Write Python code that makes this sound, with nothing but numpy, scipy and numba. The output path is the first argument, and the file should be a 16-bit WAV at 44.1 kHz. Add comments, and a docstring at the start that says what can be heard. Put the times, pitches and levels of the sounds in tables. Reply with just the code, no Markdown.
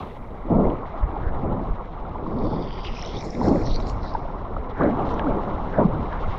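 """A surfer paddles on open water, heard by a single microphone in a wet waterproof housing.
A very faint white noise fades from the start, over wind that buffets the port and bubbling wash by the board.
From half a second on, strokes swell low ringing bubbles and noise into surges; gliding tones gulp and plop.
From about 2 to 4.4 s the water film drains off the port: bright spray passes a moving resonance and dip.
After that, slaps, surges, gulps and a few ticking droplets carry on to the end."""
import sys
import numpy as np
from scipy import signal
from scipy.fft import rfft, irfft
from scipy.io import wavfile
from scipy.ndimage import uniform_filter1d
from numba import njit

SR = 44100
rng = np.random.default_rng(int(sys.argv[2]) if len(sys.argv) > 2 else 0)


def store_wav(level_fs):
    """Save 16-bit WAV to argv[1]."""
    pcm = np.round(np.clip(np.atleast_2d(level_fs), -1, 1) * 32767)
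    wavfile.write(sys.argv[1], SR, pcm.T.astype(np.int16))


N = 281622

# Slowly rising and sinking wind under the gusts. Each row: time in seconds, level in dB.
WIND_LEVEL = [(0, -40), (.6, -30), (.95, -36), (1.45, -27.5), (1.85, -35), (2.5, -30), (3.3, -34.5),
              (3.7, -24), (4.43, -33.5), (4.7, -31), (5.6, -29.5), (5.95, -29), (6.39, -30)]
# Gusts thumping the port. Each row: arrival at full level in seconds, level in dB.
BUFFETS = [(.56, -21), (0.669, -21.5), (1.029, -19.5), (1.244, -22), (1.315, -23.5), (1.69, -21.5),
           (2.43, -25.5), (2.879, -25), (3.741, -18.5), (4.57, -24), (5.12, -28), (5.301, -26.5),
           (5.57, -24), (6.27, -24.5)]
# Colour of the wind. Each row: frequency in Hz, relative level per Hz in dB.
WIND_SPECTRUM = [(8, -7.5), (16, -2), (35, -4.5), (60, -11.5), (100, -14.5), (160, -26), (300, -65)]

# Sound leaking through the wet port. Each row: time in seconds, dull treble in dB, faint fizz in dB.
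LEAK_LEVELS = [(0.0, -55, -52.5), (0.25, -60, -68.5), (0.67, -55, -62), (2.28, -60.5, -64),
               (3.02, -49.5, -78), (3.22, -50.5, -60), (3.54, -51.5, -58), (4.53, -61, -64),
               (4.87, -50.5, -58), (4.96, -54, -57), (5.12, -54.5, -52.5), (5.23, -53.5, -57.5),
               (5.96, -56.5, -59), (6.39, -49, -52.5)]
# Colour of the dull treble. Each row: frequency in Hz, relative level per Hz in dB.
DULL_SPECTRUM = [(1500, -1), (1900, 5.5), (2100, 10), (2450, -0.5), (3000, -38)]
# Colour of the faint fizz. Each row: frequency in Hz, relative level per Hz in dB.
FIZZ_SPECTRUM = [(2000, -15.5), (2700, -1.5), (3900, -5), (4600, -15.5), (5700, -18), (7000, -27.5),
                 (9000, -52)]

# Spray through the draining port. Each row: time in seconds, lower band in dB, upper band in dB,
# brightest hiss in dB.
SPRAY_LEVELS = [(2.12, -85, -94, -115), (2.45, -54, -65.5, -100), (2.8, -48.5, -64, -91),
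                (3.15, -46.5, -52.5, -88), (3.29, -64, -56, -66.5), (3.62, -58, -58.5, -65),
                (3.68, -72, -59, -97), (3.86, -52.5, -72, -73), (3.96, -89, -69, -81), (4.1, -61, -66, -99),
                (4.42, -81, -82, -115)]
# Spurts of spray. Each row: arrival at full level in seconds, hold in seconds, lower band in dB,
# upper band in dB, brightest hiss in dB.
SPURTS = [(2.848, 0.031, -40.5, -55, -80), (2.957, 0.12, -50.5, -51, -83), (3.177, 0.037, -48.5, -50, -85),
          (3.246, .01, -58, -59, -57), (3.44, 0.051, -52, -53, -62), (3.658, 0.022, -47, -47.5, -90),
          (3.701, 0.059, -40, -50, -85), (3.804, .005, -62, -55, -68), (3.89, 0.007, -48, -56, -56.5),
          (4.036, 0.072, -52, -62, -85)]
# Water film over the port. Each row: time in seconds, resonance in Hz (before its tremble), dip in Hz,
# dip depth from 0 to 1 for each of two passes.
FILM = [(2.3, 3550, 3850, 0), (2.55, 3550, 3950, .5), (2.78, 3200, 4200, .5), (2.88, 2700, 4350, .6),
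        (3.0, 2800, 4600, .6), (3.19, 3850, 5050, .45), (3.24, 4000, 3000, .4), (3.62, 4300, 3000, .4),
        (3.66, 4100, 4800, .1), (3.715, 3750, 5000, .7), (3.78, 4250, 5300, .4), (3.82, 4000, 3000, .3),
        (4.4, 3800, 3000, 0)]
# Colour of the lower spray. Each row: frequency in Hz, relative level per Hz in dB.
LOWER_SPRAY_SPECTRUM = [(1800, -13), (2500, -4.5), (4000, 0.5), (4800, 7.5), (6000, -34.5)]
# Colour of the upper spray. Each row: frequency in Hz, relative level per Hz in dB.
UPPER_SPRAY_SPECTRUM = [(3300, -31), (4200, -16), (5300, 10.5), (6000, -0.5), (6800, -17.5), (7800, -55)]
# Colour of the brightest hiss. Each row: frequency in Hz, relative level per Hz in dB.
EDGE_SPECTRUM = [(5500, -15.5), (6800, 6), (8000, -10), (10000, -26), (15000, -31.5)]

# Droplets ticking on the housing. Each row: start in seconds, ring peak in dB, ring in Hz,
# strength of the broad crack in dB.
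TICKS = [(.651, -40, 2050, -54), (0.701, -60, 2110, -33.5), (2.707, -35.5, 3060, -30),
         (2.849, -38, 2740, -24.5), (2.969, -34, 2460, -46), (2.994, -34, 5360, -47),
         (3.024, -28, 5460, -43), (3.049, -33, 3700, -42), (3.061, -32, 5700, -38), (3.168, -29, 3500, -42),
         (3.208, -35, 5640, -57), (3.305, -33, 5460, -56), (3.348, -46, 3630, -53), (3.484, -34, 5360, -34),
         (3.665, -34, 5600, -55), (3.759, -36, 5750, -47), (3.802, -37.5, 3830, -39),
         (3.87, -39, 5300, -40), (3.897, -36.5, 5400, -35), (4.138, -40, 5000, -47),
         (4.148, -35.5, 1560, -53), (4.834, -42.5, 3900, -36), (5.09, -42.5, 3900, -54),
         (5.139, -45, 5600, -43), (5.1943, -27.5, 1600, -21.5), (6.125, -41, 1820, -36)]
# Colour of the crack. Each row: frequency in Hz, relative level per Hz in dB.
CRACK_SPECTRUM = [(800, -18), (1500, 9.5), (3200, 10.5), (4500, -16.5), (6000, -20.5), (7500, -42)]
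# Large bubbles popping by the board. Each row: start in seconds, peak in dB, starting pitch in Hz.
PLOPS = [(1.164, -21.5, 770), (2.155, -23.5, 930), (2.264, -23.5, 980), (3.413, -17, 900),
         (3.544, -14.5, 318), (4.149, -14, 850), (4.253, -25.5, 660), (4.565, -24.5, 1190),
         (4.808, -16.5, 1106), (4.992, -22, 790), (5.284, -18.5, 550), (5.786, -18, 640)]
# Air pockets under the board, gliding as they change size. Each row: start in seconds, length in seconds,
# start pitch in Hz, end pitch in Hz, peak in dB.
GULPS = [(0.498, 0.017, 263, 245, -16.5), (.532, 0.085, 207.5, 168, -19.5), (0.621, 0.04, 238, 280, -22),
         (3.468, 0.061, 353, 232, -19), (4.822, 0.052, 600, 521, -19.5), (5.802, 0.056, 900, 1225, -27.5),
         (3.652, 0.029, 131, 115, -22), (4.844, 0.027, 302, 197, -17), (4.895, 0.058, 202, 278, -21),
         (5.222, 0.1, 329.4, 162, -19), (5.776, 0.06, 322, 291, -21), (5.842, 0.024, 199, 170, -9)]

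# Water running along the board between strokes. Each row: time in seconds, surge in dB, wash in dB.
WAKE_LEVELS = [(0, -34, -35), (.12, -48.5, -44.5), (.45, -42.5, -41), (.85, -50.5, -35),
               (1.3, -36.5, -35.5), (1.95, -67, -38), (2.75, -48, -39), (3.27, -33, -40), (3.34, -54, -44),
               (3.8, -36, -36), (4.72, -43, -37.5), (5.0, -30, -28), (5.7, -35.5, -33.5),
               (6.39, -41.5, -33.5)]
# Water slapping the board. Each row: arrival at full level in seconds, hold in seconds, splash in dB.
SLAPS = [(1.234, 0.067, -44.5), (3.446, .02, -42), (3.572, 0.021, -44.5), (4.054, 0.02, -48),
         (4.793, 0.073, -34), (5.74, 0.045, -37.5), (6.132, 0.019, -37.5)]
# Strokes and lunges of the board. Each row: arrival at full level in seconds, rise in seconds,
# hold in seconds, fall in seconds, surge in dB, deep surge in dB, wash in dB.
STROKES = [(0.522, 0.064, 0.14, 0.16, -20, -21.5, -32.5), (1.469, 0.17, 0.072, 0.29, -28, -24.5, -39),
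           (2.397, 0.46, 0.18, 0.23, -28, -26, -37.5), (3.476, 0.18, 0.04, 0.25, -19, -20, -35),
           (4.81, 0.042, 0.087, 0.054, -19.5, -30, -34.5), (5.299, 0.062, .02, 0.19, -26.5, -33, -40),
           (5.785, 0.031, 0.036, 0.053, -17.5, -25, -28.5), (5.957, 0.24, 0.066, 0.045, -32, -20, -58)]
# Colour of the splash. Each row: frequency in Hz, relative level per Hz in dB.
SPLASH_SPECTRUM = [(1000, -21), (1400, -2.5), (1700, -6.5), (2000, -14), (2600, -29)]
# Colour of the wash. Each row: frequency in Hz, relative level per Hz in dB.
WASH_SPECTRUM = [(150, 1.5), (300, -5.5), (500, -1.5), (800, 2.5), (1100, 2), (1380, -6), (1600, -27),
                 (2200, -42.5)]
# Colour of the surge. Each row: frequency in Hz, relative level per Hz in dB.
SURGE_SPECTRUM = [(50, -9.5), (90, -4), (170, -2), (300, -2), (500, -5), (900, -12), (1400, -37.5),
                  (2000, -53)]

# Rise and fall are the times for 20 dB.
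BUFFET_RISE_S, BUFFET_HOLD_S, BUFFET_FALL_S = 0.061, 0.025, 0.049
SPURT_RISE_S, SPURT_FALL_S = 0.036, 0.038
SLAP_RISE_S, SLAP_FALL_S = 0.052, 0.054
FADING_NOISE_DB, FADE_DB_PER_S = -68.5, 26.5
SPLASH_IN_WAKE_DB = -19   # relative to the wash of the wake
DEEP_HZ = 168   # the deep surge lies below
NOISE_FLOOR_DB, CUTOFF_HZ = -108, 15600


def from_db(db):
    """Decibels to amplitude."""
    return 10 ** (np.asarray(db) / 20)


def rms_one(x):
    """Scales x to an rms of 1."""
    return x / np.sqrt(np.mean(x ** 2) + 1e-20)


def evened(x, span):
    """Holds the level even over span samples."""
    return x / np.sqrt(uniform_filter1d(x ** 2, size=span) + 1e-20)


def in_time(rows):
    """Draws each column of a timed table as a curve of straight lines."""
    s, *columns = np.transpose(rows)
    return [np.interp(np.arange(N) / SR, s, column) for column in columns]


def filtered(x, order, hz, kind="low"):
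    """Butterworth low-pass or high-pass."""
    return signal.sosfilt(signal.butter(order, hz, kind, fs=SR, output="sos"), x)


def drift(corner_hz):
    """Slow chance: noise through a double one-pole low-pass, spread 1."""
    step = 40   # samples between slow values
    r = np.exp(-2 * np.pi * corner_hz * step / SR)
    noise = rng.standard_normal(N // step + 2002)
    slow = signal.lfilter([1], [1, -2 * r, r * r], noise)[2000:]   # skips the filter's start-up
    return np.interp(np.arange(N) / step, np.arange(len(slow)), rms_one(slow))


def swells(base_db, full_s, rise_s, hold_s, fall_s, peak_db):
    """Adds swells in power to a level: each climbs 20 dB per rise time, holds, sinks 20 dB per fall time."""
    t = np.arange(0, N + 64, 64) / SR
    since = t - np.reshape(full_s, (-1, 1))
    rise, hold, fall, peak_db = (np.reshape(v, (-1, 1)) for v in (rise_s, hold_s, fall_s, peak_db))
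    climb_db = 20 * np.minimum(since, 0) / rise
    sink_db = 20 * np.maximum(since - hold, 0) / fall
    power = np.sum(from_db(2 * (peak_db + climb_db - sink_db)), axis=0)
    return np.sqrt(from_db(2 * base_db) + np.interp(np.arange(N) / SR, t, power))


def coloured(x, spectrum):
    """Gives x the spectrum through a causal (minimum-phase) filter; rms 1."""
    size = 8192
    hz, level_db = np.transpose(spectrum)
    log_hz = np.log(np.fft.rfftfreq(size, 1 / SR) + 1)
    curve_db = np.interp(log_hz, np.log(hz), level_db, -90, -165)
    cepstrum = irfft(np.log(from_db(curve_db)))
    # folding the cepstrum forward in time makes the phase minimal
    cepstrum[1:size // 2] *= 2
    cepstrum[size // 2 + 1:] = 0
    impulse = irfft(np.exp(rfft(cepstrum)))
    return rms_one(signal.fftconvolve(x, impulse)[:N])


def ring(clicks, hz, t60):
    """A resonator: a unit click sets a sine ringing that sinks 60 dB in t60 seconds."""
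    r, w = from_db(-60 / (t60 * SR)), 2 * np.pi * hz / SR
    return signal.lfilter([0, np.sin(w)], [1, -2 * r * np.cos(w), r * r], clicks + 1e-18)


@njit
def moving_resonance(x, hz, width_hz, rate):
    """Two-pole band-pass of gain 1 whose centre moves."""
    out, r = np.zeros(len(x)), np.exp(-np.pi * width_hz / rate)
    for i in range(2, len(x)):
        out[i] = ((1 - r * r) / 2 * (x[i] - x[i - 2])
                  + 2 * r * np.cos(2 * np.pi * hz[i] / rate) * out[i - 1] - r * r * out[i - 2])
    return out


def bubbling(spectrum, per_s, cycles, spread_db, noise_share, patchy_db, count):
    """Random bubbles and turbulent noise ring count pitches across the spectrum; each pitch flickers."""
    sizes = from_db(spread_db * np.minimum(rng.exponential(1, N), 4)) * rng.choice([-1, 1], N)
    born = rng.random(N) < per_s * from_db(4 * drift(8)) / SR      # they come in clumps
    dealt = rng.integers(0, count, N)      # which pitch each bubble rings
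    together, out = drift(5.8), 0
    for k, hz in enumerate(np.geomspace(spectrum[0][0], spectrum[-1][0], count)):
        bubbles = rms_one(sizes * born * (dealt == k))
        drive = np.sqrt(1 - noise_share) * bubbles + np.sqrt(noise_share) * rng.standard_normal(N)
        flicker = from_db(patchy_db * (together + drift(13.3)))
        out = out + np.sqrt(hz) * rms_one(ring(drive, hz, cycles / hz)) * flicker
    return evened(coloured(out, spectrum), span=4000)


def pops(events, cycles, rise_cycles, glide):
    """Each event is a short tone that swells, dies 60 dB in some cycles and glides by a share per cycle."""
    out = np.zeros(N + SR)
    for (s, peak_db, hz, *_), slide in zip(events, np.broadcast_to(glide, len(events))):
        turns = np.arange(SR // 8) / SR * hz
        shape = (1 - np.exp(-turns / rise_cycles)) ** 2 * from_db(-60 * turns / cycles)
        tone = np.sin(2 * np.pi * (turns + slide * turns ** 2 / 2)) * shape / shape.max()
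        at = round(s * SR)
        out[at:at + len(tone)] += from_db(peak_db) * tone
    return out[:N]


def fading_noise():
    """Very faint white noise that fades steadily in dB from the start."""
    fading_db = FADING_NOISE_DB - FADE_DB_PER_S * np.arange(N) / SR
    return from_db(fading_db) * rng.standard_normal(N)


def wind():
    """Low lumpy noise on the port: slowly rising and sinking wind with gusts on top."""
    full_s, gust_db = np.transpose(BUFFETS)
    wind_db, = in_time(WIND_LEVEL)
    gain = swells(wind_db, full_s, BUFFET_RISE_S, BUFFET_HOLD_S, BUFFET_FALL_S, gust_db)
    noise = evened(coloured(rng.standard_normal(N), WIND_SPECTRUM), span=4500)
    return filtered(noise * gain * from_db(1.33 * drift(11)), 4, 900)


def leaks():
    """Two faint bubbling layers that leak through the wet port: dull treble and fizz."""
    dull_db, fizz_db = in_time(LEAK_LEVELS)
    dull = bubbling(DULL_SPECTRUM, 440, 16.0, spread_db=5.0, noise_share=0.53, patchy_db=3.5, count=4)
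    fizz = bubbling(FIZZ_SPECTRUM, 1200, 6.1, spread_db=-1.0, noise_share=0.46, patchy_db=3.0, count=6)
    return from_db(dull_db) * dull, from_db(fizz_db) * fizz


def spray(film_hz):
    """Two bubbling bands and a bright hiss, in spurts; the film's resonance lifts the lower band."""
    full_s, hold, *spurt_dbs = np.transpose(SPURTS)
    low_gain, high_gain, edge_gain = (
        swells(base_db, full_s, SPURT_RISE_S, hold, SPURT_FALL_S, spurt_db)
        for base_db, spurt_db in zip(in_time(SPRAY_LEVELS), spurt_dbs))
    low = bubbling(LOWER_SPRAY_SPECTRUM, 890, 7.5, spread_db=6.0, noise_share=0.61, patchy_db=3.0, count=7)
    trembling_hz = film_hz * (1 + .03 * drift(12))      # the film trembles
    lift = 6.5 * from_db(2.2 * drift(9))
    low = evened(low + lift * moving_resonance(low, trembling_hz, 400.0, SR), span=3000)
    high = bubbling(UPPER_SPRAY_SPECTRUM, 1500, 21.0, spread_db=4.0, noise_share=0.6, patchy_db=2.0, count=7)
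    edge = coloured(rng.standard_normal(N), EDGE_SPECTRUM)
    return low_gain * low + high_gain * high + edge_gain * edge


def through_port(fizz):
    """Adds the spray to the fizz; the film cancels a narrow moving dip in both."""
    film_hz, dip_hz, depth = in_time(FILM)
    bright = fizz + spray(film_hz)
    for _ in range(2):      # twice, for a deep dip
        bright = bright - depth * moving_resonance(bright, dip_hz, 450.0, SR)
    return bright


def cracks():
    """The impact of each droplet, a click coloured by the housing."""
    s, _, _, crack_db = np.transpose(TICKS)
    clicks = np.zeros(N)
    clicks[(s * SR).astype(int)] = from_db(crack_db)
    out = coloured(clicks, CRACK_SPECTRUM)
    return out * clicks.max() / np.abs(out).max()


def gulps():
    """Air pockets: each tone swells, loudest late, while its pitch slides from start to end."""
    out = np.zeros(N)
    for s, length, start_hz, end_hz, peak_db in GULPS:
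        part = np.linspace(0, 1, round(length * SR))
        phase = 2 * np.pi * np.cumsum(start_hz + (end_hz - start_hz) * part ** 1.9) / SR
        at = round(s * SR)
        out[at:at + len(part)] += from_db(peak_db) * np.sin(np.pi * part ** 1.45) * np.sin(phase)
    return out


def drops():
    """Droplet rings and cracks, plops and gulps, dulled by the wet port's low-pass."""
    ticks = pops(TICKS, cycles=30.0, rise_cycles=3.5, glide=0.0024) + cracks()
    plops = pops(PLOPS, cycles=16.0, rise_cycles=1.9, glide=0.015)
    return filtered(ticks + plops + gulps(), 6, 6800)


def gurgles(count, low_hz, high_hz, tilt_db, cycles):
    """Single bubbles of random size, each sliding up or down in pitch; the high ones are fainter."""
    when, size, pitch, slide = rng.random((count, 4)).T
    hz = low_hz * (high_hz / low_hz) ** pitch
    level_db = -4.0 * np.log(size + .05) - tilt_db * pitch
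    events = np.transpose([when * N / SR, level_db, hz])
    return rms_one(pops(events, cycles, rise_cycles=3.0, glide=.05 * (slide - .4)))


def water_gains():
    """Strokes lift the surge and the wash out of the wake; slaps lift the splash."""
    surge_db, wash_db = in_time(WAKE_LEVELS)
    *timing, stroke_surge_db, stroke_deep_db, stroke_wash_db = np.transpose(STROKES)
    full_s, hold, slap_db = np.transpose(SLAPS)
    surge_gain = swells(surge_db, *timing, stroke_surge_db)
    deep_gain = swells(surge_db, *timing, stroke_deep_db)
    wash_gain = swells(wash_db, *timing, stroke_wash_db)
    splash_gain = swells(wash_db + SPLASH_IN_WAKE_DB, full_s, SLAP_RISE_S, hold, SLAP_FALL_S, slap_db)
    return surge_gain, deep_gain, wash_gain, splash_gain


def splash(gain):
    """Water slapping the board: short-ringing bubbles over some noise."""
    return gain * bubbling(SPLASH_SPECTRUM, 400, 2.6, spread_db=0.0, noise_share=0.27, patchy_db=-2.5, count=4)


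def wash(gain):
    """Foam bubbling in the wash: mostly turbulent noise ringing, with single gurgles."""
    foam = bubbling(WASH_SPECTRUM, 460, 3.74, spread_db=2.0, noise_share=0.87, patchy_db=3.0, count=8)
    bubbles = gurgles(count=600, low_hz=330, high_hz=1300, tilt_db=2.5, cycles=32.0)
    return gain * (foam + from_db(-5) * bubbles)


def surge(gain, deep_gain):
    """Low surge along the board, its deep part swelling on its own, with single gurgles."""
    body = bubbling(SURGE_SPECTRUM, 150, 3.9, spread_db=2.0, noise_share=0.8, patchy_db=1.8, count=8)
    deep, upper = filtered(body, 4, DEEP_HZ), filtered(body, 4, DEEP_HZ, "high")
    bubbles = gurgles(count=350, low_hz=178.4, high_hz=957, tilt_db=5, cycles=34.0)
    return deep_gain * deep + gain * (upper + from_db(-5.5) * bubbles)


def scene():
    """All sound is summed at one port, so both channels are alike."""
    surge_gain, deep_gain, wash_gain, splash_gain = water_gains()
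    dull, fizz = leaks()
    port = wind() + dull + through_port(fizz) + drops()
    port = port + splash(splash_gain) + wash(wash_gain) + surge(surge_gain, deep_gain)
    port = port + fading_noise()
    return np.array([port, port])


def record(dry):
    """A very faint steady noise floor is added, the top is cut."""
    noise_floor = from_db(NOISE_FLOOR_DB) * rng.standard_normal(N)
    return signal.sosfilt(signal.cheby2(12, 70, CUTOFF_HZ, fs=SR, output="sos"), dry + noise_floor)


dry = scene()
out = record(dry)
store_wav(out)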